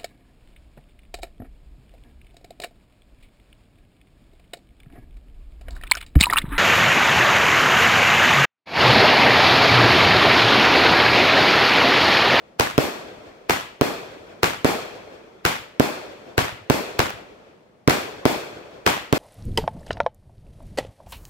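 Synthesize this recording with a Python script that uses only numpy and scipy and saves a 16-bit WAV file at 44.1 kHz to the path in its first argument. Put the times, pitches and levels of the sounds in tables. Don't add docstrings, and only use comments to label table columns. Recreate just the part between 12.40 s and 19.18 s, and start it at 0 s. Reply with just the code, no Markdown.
import sys
import numpy as np
from scipy import signal
from scipy.fft import rfft, irfft
from scipy.io import wavfile
from scipy.ndimage import uniform_filter1d

SR = 44100
rng = np.random.default_rng(int(sys.argv[2]) if len(sys.argv) > 2 else 0)


def level_to_linear(level):
    exponent = np.asarray(level, float) / 20
    return 10 ** exponent


def transcribe(u):
    v = np.clip(np.atleast_2d(u).T, -1, 1)
    q = np.round(v * 32767).astype(np.int16)
    wavfile.write(sys.argv[1], SR, q)


N = 298998
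FRAME, HOP = 1024, 256
BIN_HZ = np.fft.rfftfreq(FRAME, 1 / SR)
LEAD, FRONT, TAIL = 660, 9600, 48000
FRONT_MS = (np.arange(FRONT) - LEAD) * 1000 / SR


def evened(x):
    return x / np.sqrt(np.mean(x ** 2) + 1e-20)


def read(curve, hz):
    f, value = np.transpose(curve)
    return np.interp(np.log(hz + 1), np.log(f + 1), value)


def unit(colour):
    return evened(level_to_linear(read(colour, BIN_HZ)))[:, None]


def chance(frames):
    real, imaginary = rng.standard_normal((2, 2, len(BIN_HZ), frames))
    return real + 1j * imaginary


def lumps(frames):
    grain = rng.standard_normal((len(BIN_HZ), frames))
    return evened(uniform_filter1d(uniform_filter1d(grain, 7, 0), 3, 1))


# f/Hz, correlation
LIKENESS = [(60, .93), (130, .85), (290, .65), (640, .25), (1400, -.15), (3000, .02)]
# f/Hz, left minus right level/dB
PORT_TILT = [(100, -.5), (500, .8), (2200, 2.5), (3300, 1), (6000, 3.2), (7200, 2.5), (8600, 6.5),
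             (10000, 1.5), (12500, -1.5), (15200, 0)]


def diffuse(magnitude, z):
    same = np.clip(read(LIKENESS, BIN_HZ), -1, 1)[:, None]
    tilt = level_to_linear(read(PORT_TILT, BIN_HZ) / 2)[:, None]
    left = z[0] * tilt
    right = (same * z[0] + np.sqrt(1 - same ** 2) * z[1]) / tilt
    below_top = (BIN_HZ < 15750)[:, None]
    pair = np.array([left, right]) * magnitude * below_top
    return signal.istft(pair / 19.6, nperseg=FRAME, noverlap=FRAME - HOP)[1]


# f/Hz, level/dB per Hz
NIGHT_COLOUR = [(18, -41), (30, -11), (76, -12), (142, -2), (217, -1), (261, -6), (676, -4), (752, -10),
                (7670, -37), (16500, -46)]


def night():
    frames = N // HOP + 5
    field = unit(NIGHT_COLOUR) * level_to_linear(1.5 * lumps(frames))
    return level_to_linear(-56.5) * evened(diffuse(field, chance(frames))[:, :N])


# t/s, level/dB, f/Hz, length/ms
DISTANT_SHELL = (4.207, -43, 115, 10)


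def far_boom():
    s, db, hz, ms = DISTANT_SHELL
    age = np.maximum(np.arange(N) / SR - s, 0)
    u = age * 1000 / ms
    sag = 1 - 2 * np.minimum(age, .15)
    return level_to_linear(db) * u * np.exp(1 - u) * np.sin(2 * np.pi * hz * age * sag)


# t/s, left level/dB, right level/dB
CASING_TICKS = [
    (4.7015, -32, -50),
]


def debris():
    out, age = np.zeros((2, N)), np.arange(200) / SR
    for s, *db in CASING_TICKS:
        hiss = np.diff(rng.standard_normal(len(age) + 2), 2)
        tick = hiss * np.exp(-age / .0012)
        out[:, round(s * SR):][:, :len(age)] += level_to_linear(db)[:, None] * tick
    return out


def pressure_swing(paths, cycles, sag_ms):
    swing = np.zeros((2, FRONT))
    for k, (left, right, left_db, right_db, hz) in enumerate(paths):
        age = np.maximum(FRONT_MS - np.array([[left], [right]]), 0)
        sign = 1 if k else -1
        size = sign * level_to_linear([[left_db], [right_db]]) * level_to_linear(1.5 * rng.standard_normal())
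        per_ms = hz * rng.uniform(.93, 1.07) / 1000
        u = age * per_ms / cycles
        envelope = u * np.exp((1 - u ** 1.5) / 1.5)
        cycle_count = per_ms * sag_ms * np.log1p(age / sag_ms)
        swing += size * envelope * np.sin(2 * np.pi * cycle_count)
    return swing


def shock_crack(paths, hiss_ahead, crack, treble_db, noise):
    ahead_db, ahead_ms = hiss_ahead
    direct_db, under_db, echo_hz = crack
    direct, echoes = np.zeros((2, 2, FRONT))
    for k, (left, right, left_db, right_db, _) in enumerate(paths):
        age = np.maximum(FRONT_MS - np.array([[left], [right]]), 0)
        crack_db = max(left_db, right_db) + under_db if k else direct_db
        gate = np.minimum(age / .08, 1) * np.exp(-(age / 2.4) ** 3)
        target = echoes if k else direct
        target += level_to_linear(crack_db + treble_db) * gate
    direct += level_to_linear(ahead_db) * np.exp(np.minimum(FRONT_MS, 0) / ahead_ms) * (FRONT_MS < 1)
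    dulling = signal.butter(3, echo_hz, fs=SR, output="sos")
    return direct * noise + signal.sosfilt(dulling, echoes * noise)


def low_thud(returns, tone, delays_ms):
    hz, decay_ms, *port_db = tone
    thud = np.zeros((2, FRONT))
    for late_ms, late_db in returns:
        age = np.maximum(FRONT_MS - np.array(delays_ms)[:, None] - late_ms, 0)
        thud += level_to_linear(late_db) * np.sin(2 * np.pi * hz * age / 1000) * np.exp(-(age / decay_ms) ** 2)
    return level_to_linear(port_db)[:, None] * thud


# f/Hz, level/dB per Hz
CRACK_COLOUR = [(300, -14), (900, 2), (1600, 0), (3000, -8), (6000, -12), (9500, -22.5), (12500, -17),
                (16500, -20), (17200, -60)]


def crack_noise():
    colour = level_to_linear(read(CRACK_COLOUR, np.fft.rfftfreq(FRONT, 1 / SR)))
    return evened(irfft(rfft(rng.standard_normal((2, FRONT))) * colour))


def with_walls(paths, walls, wall_db):
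    far = []
    for left, right, lean_db, hz in walls:
        level_db = wall_db - .062 * left
        far.append((left, right, level_db + lean_db / 2, level_db - lean_db / 2, hz))
    return paths + far


# f/Hz, level/dB per Hz
ROLL_COLOUR = [(30, -20), (70, -9), (154, -12), (260, -8), (420, 0), (600, -3), (850, -11), (2600, -18),
               (5030, -27.5), (7500, -33), (9480, -40.5), (12500, -39.5), (15200, -43)]
# f/Hz, t60/s
ROLL_DECAY = [(60, 2.4), (400, 2.5), (1500, 2.5), (5000, 2.4), (12000, 2.0)]
# t/s after the shot, level/dB, width/s
HOUSE_ROWS = [
    (.32, 2.5, .02),
    (.5, 3.5, .035),
]


def shots(events, paths, returns, body, wash, t60, wash_db, roll_db, rise_ms, hold_s, comb_db, lumpy_db):
    swing, thud_tone, thud_delays, hiss_ahead, crack = body
    out, frames = np.zeros((2, N + 3 * SR)), TAIL // HOP + 2
    t, age = np.arange(frames) * HOP / SR, np.arange(TAIL) / SR
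    place, place_lumps, place_crack = chance(frames), lumps(frames), crack_noise()
    bright = np.clip(np.log2((BIN_HZ + 1) / 700) / 4, 0, 1)[:, None]

    dying = np.maximum(t - hold_s * bright, 0)
    near_decay_db = -60 * dying / read(t60, BIN_HZ)[:, None]
    swell_db = sum(db * np.exp(-((t - s) / width) ** 2) for s, db, width in HOUSE_ROWS)
    far_decay_db = swell_db - 60 * t / read(ROLL_DECAY, BIN_HZ)[:, None]
    far_onset = 1 - np.exp(-t / .08)

    comb_band = np.exp(-((BIN_HZ - 3600) / 1900) ** 2)
    comb = level_to_linear(-comb_db * np.cos(2 * np.pi * BIN_HZ * 1.03 / 1000) * comb_band)[:, None]
    envelope = (1 - np.exp(-age * 1000 / rise_ms)) * np.minimum((TAIL / SR - age) / .3, 1)

    for s, blast_db, near_db, treble_db, low_db in events:
        near = unit(wash) * level_to_linear(wash_db + near_db + treble_db * bright + near_decay_db)
        far = unit(ROLL_COLOUR) * level_to_linear(roll_db + .3 * near_db + far_decay_db) * far_onset
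        uneven_db = lumpy_db * (1 - .6 * bright) * evened(place_lumps + lumps(frames))
        field = comb * np.hypot(near, far) * level_to_linear(uneven_db)
        tail = diffuse(field, (place + chance(frames)) / np.sqrt(2))[:, :TAIL]
        at = SR + round(s * SR)
        out[:, at:at + TAIL] += tail * envelope

        noise = (place_crack + crack_noise()) / np.sqrt(2)
        front = pressure_swing(paths, *swing)
        front += level_to_linear(low_db) * low_thud(returns, thud_tone, thud_delays)
        front += shock_crack(paths, hiss_ahead, crack, treble_db, noise)
        out[:, at - LEAD:at - LEAD + FRONT] += level_to_linear(blast_db) * front
    return out[:, SR:SR + N]


# t/s, then level/dB of blast, wash, treble, thud
BURST_EVENTS = [
    (-.7, 0, -1, 0, 0),
    (.3792, .5, .3, 0, 1),
    (1.4112, -.5, -.6, -1, -.5),
    (2.2457, -1, 2, -1, 0),
    (3.3972, .5, -.4, -.5, -2),
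    (4.299, 0, 0, 1, 2),
    (5.4764, 1, 0, 1, 3),
    (5.8538, .5, 0, 0, -4),
    (6.7263, -1, -.7, -.5, 4),
]
# left/ms, right/ms, left level/dB, right level/dB, swing f/Hz
BURST_NEAR_PATHS = [
    (.05, .2, -7.5, -2.5, 460),
    (7.0, 7.3, -2.5, -30, 820),
    (6.5, 6.3, -20, -2.5, 530),
]
# left/ms, right/ms, left minus right level/dB, swing f/Hz
BURST_FAR_WALLS = [(20.5, 17.5, 2, 500), (27, 28, 2, 550), (43, 44, -1, 500), (61, 62, -1, 550),
                   (74, 75, 0, 500), (106, 95, 1, 500)]
# t/ms, level/dB
BURST_RETURNS = [(0, 0), (70, -22)]
# direct level/dB, echo level/dB re swing, echo top f/Hz
BURST_VOICE = [
    (.9, 4.1),
    (143, 13, -15, -13.5),
    (1.7, .6),
    (-41, 1.3),
    (-9.5, -17, 4300),
]
# f/Hz, level/dB per Hz
BURST_COLOUR = [(30, -19), (80, -11), (150, -6), (248, -2.5), (608, -1), (1000, -7), (1660, -11),
                (2500, -12.5), (3050, -16.5), (4530, -19.5), (6300, -25), (7300, -24.5), (9300, -32),
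                (12300, -27.5), (15200, -32)]
# f/Hz, t60/s
BURST_DECAY = [(60, .3), (300, .55), (1000, .72), (4000, .74), (11000, .51), (15000, .44)]


def bursts():
    paths = with_walls(BURST_NEAR_PATHS, BURST_FAR_WALLS, wall_db=-15.5)
    return shots(BURST_EVENTS, paths, BURST_RETURNS, BURST_VOICE, BURST_COLOUR, BURST_DECAY,
                 wash_db=-19.6, roll_db=-33, rise_ms=7.1, hold_s=.055, comb_db=2.4, lumpy_db=2.0)


# t/s, then level/dB of blast, wash, treble, thud
LAUNCH_EVENTS = [
    (.1968, 2, .5, 0, -2),
    (1.096, -1.5, 0, 1.5, -4),
    (2.0312, 0, -.5, 1.5, -1.5),
    (3.0512, -1.5, .4, 1.5, -.5),
    (3.9791, -.5, 0, -.5, 5),
    (4.5915, 1, -1, -.5, 1),
    (5.4964, -1.5, -1, -.5, -5),
    (6.4638, 1, 2.3, .5, -4),
]
LAUNCH_NEAR_PATHS = [
    (.5, .01, -7.5, -10, 560),
    (2.6, 2.2, -19.5, -11.5, 700),
    (10.4, 10.8, -13, -6, 1350),
    (12.2, 13.6, -13, -14, 1350),
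]
# left/ms, right/ms, left minus right level/dB, swing f/Hz
LAUNCH_FAR_WALLS = [(26.5, 26, -3, 600), (38.5, 37.5, 1, 800), (67.5, 66.5, -6, 1400), (74, 75, 2, 700),
                    (103.5, 103, 0, 1200), (113, 113.5, -2, 1100)]
# t/ms, level/dB
LAUNCH_RETURNS = [(0, 0), (43, -14), (65, -18), (143, -22), (161, -27)]
LAUNCH_VOICE = [
    (.9, 5.5),
    (116, 11, -15.5, -15.5),
    (2.0, .5),
    (-26, 2.8),
    (-8, -5.5, 9500),
]
# f/Hz, level/dB per Hz
LAUNCH_COLOUR = [(30, -19), (90, -9), (150, -4), (260, 0), (400, -5), (732, -3.5), (1210, -5), (1600, -6.5),
                 (2200, -8.5), (3000, -12.5), (6200, -23.5), (7300, -23), (9000, -29.5), (12500, -27),
                 (15200, -31)]
# f/Hz, t60/s
LAUNCH_DECAY = [(60, .3), (300, .37), (1000, .44), (3000, .52), (12000, .34)]


def launches():
    paths = with_walls(LAUNCH_NEAR_PATHS, LAUNCH_FAR_WALLS, wall_db=-16.5)
    return shots(LAUNCH_EVENTS, paths, LAUNCH_RETURNS, LAUNCH_VOICE, LAUNCH_COLOUR, LAUNCH_DECAY,
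                 wash_db=-17.7, roll_db=-44, rise_ms=3.1, hold_s=.035, comb_db=.3, lumpy_db=1.6)


def scene():
    return night() + far_boom() + debris() + bursts() + launches()


def band_limit(x):
    return signal.sosfilt(signal.butter(12, 16970, fs=SR, output="sos"), x)


def record(dry):
    cut = signal.sosfilt(signal.butter(2, 35, "high", fs=SR, output="sos"), dry)
    soft = np.tanh(cut * .95) / .95
    edge = signal.firwin(255, 16700, window=("kaiser", 9), fs=SR)
    mix = signal.oaconvolve(soft, edge[None], "same")
    return band_limit(mix)


dry = scene()
out = record(dry)
transcribe(out)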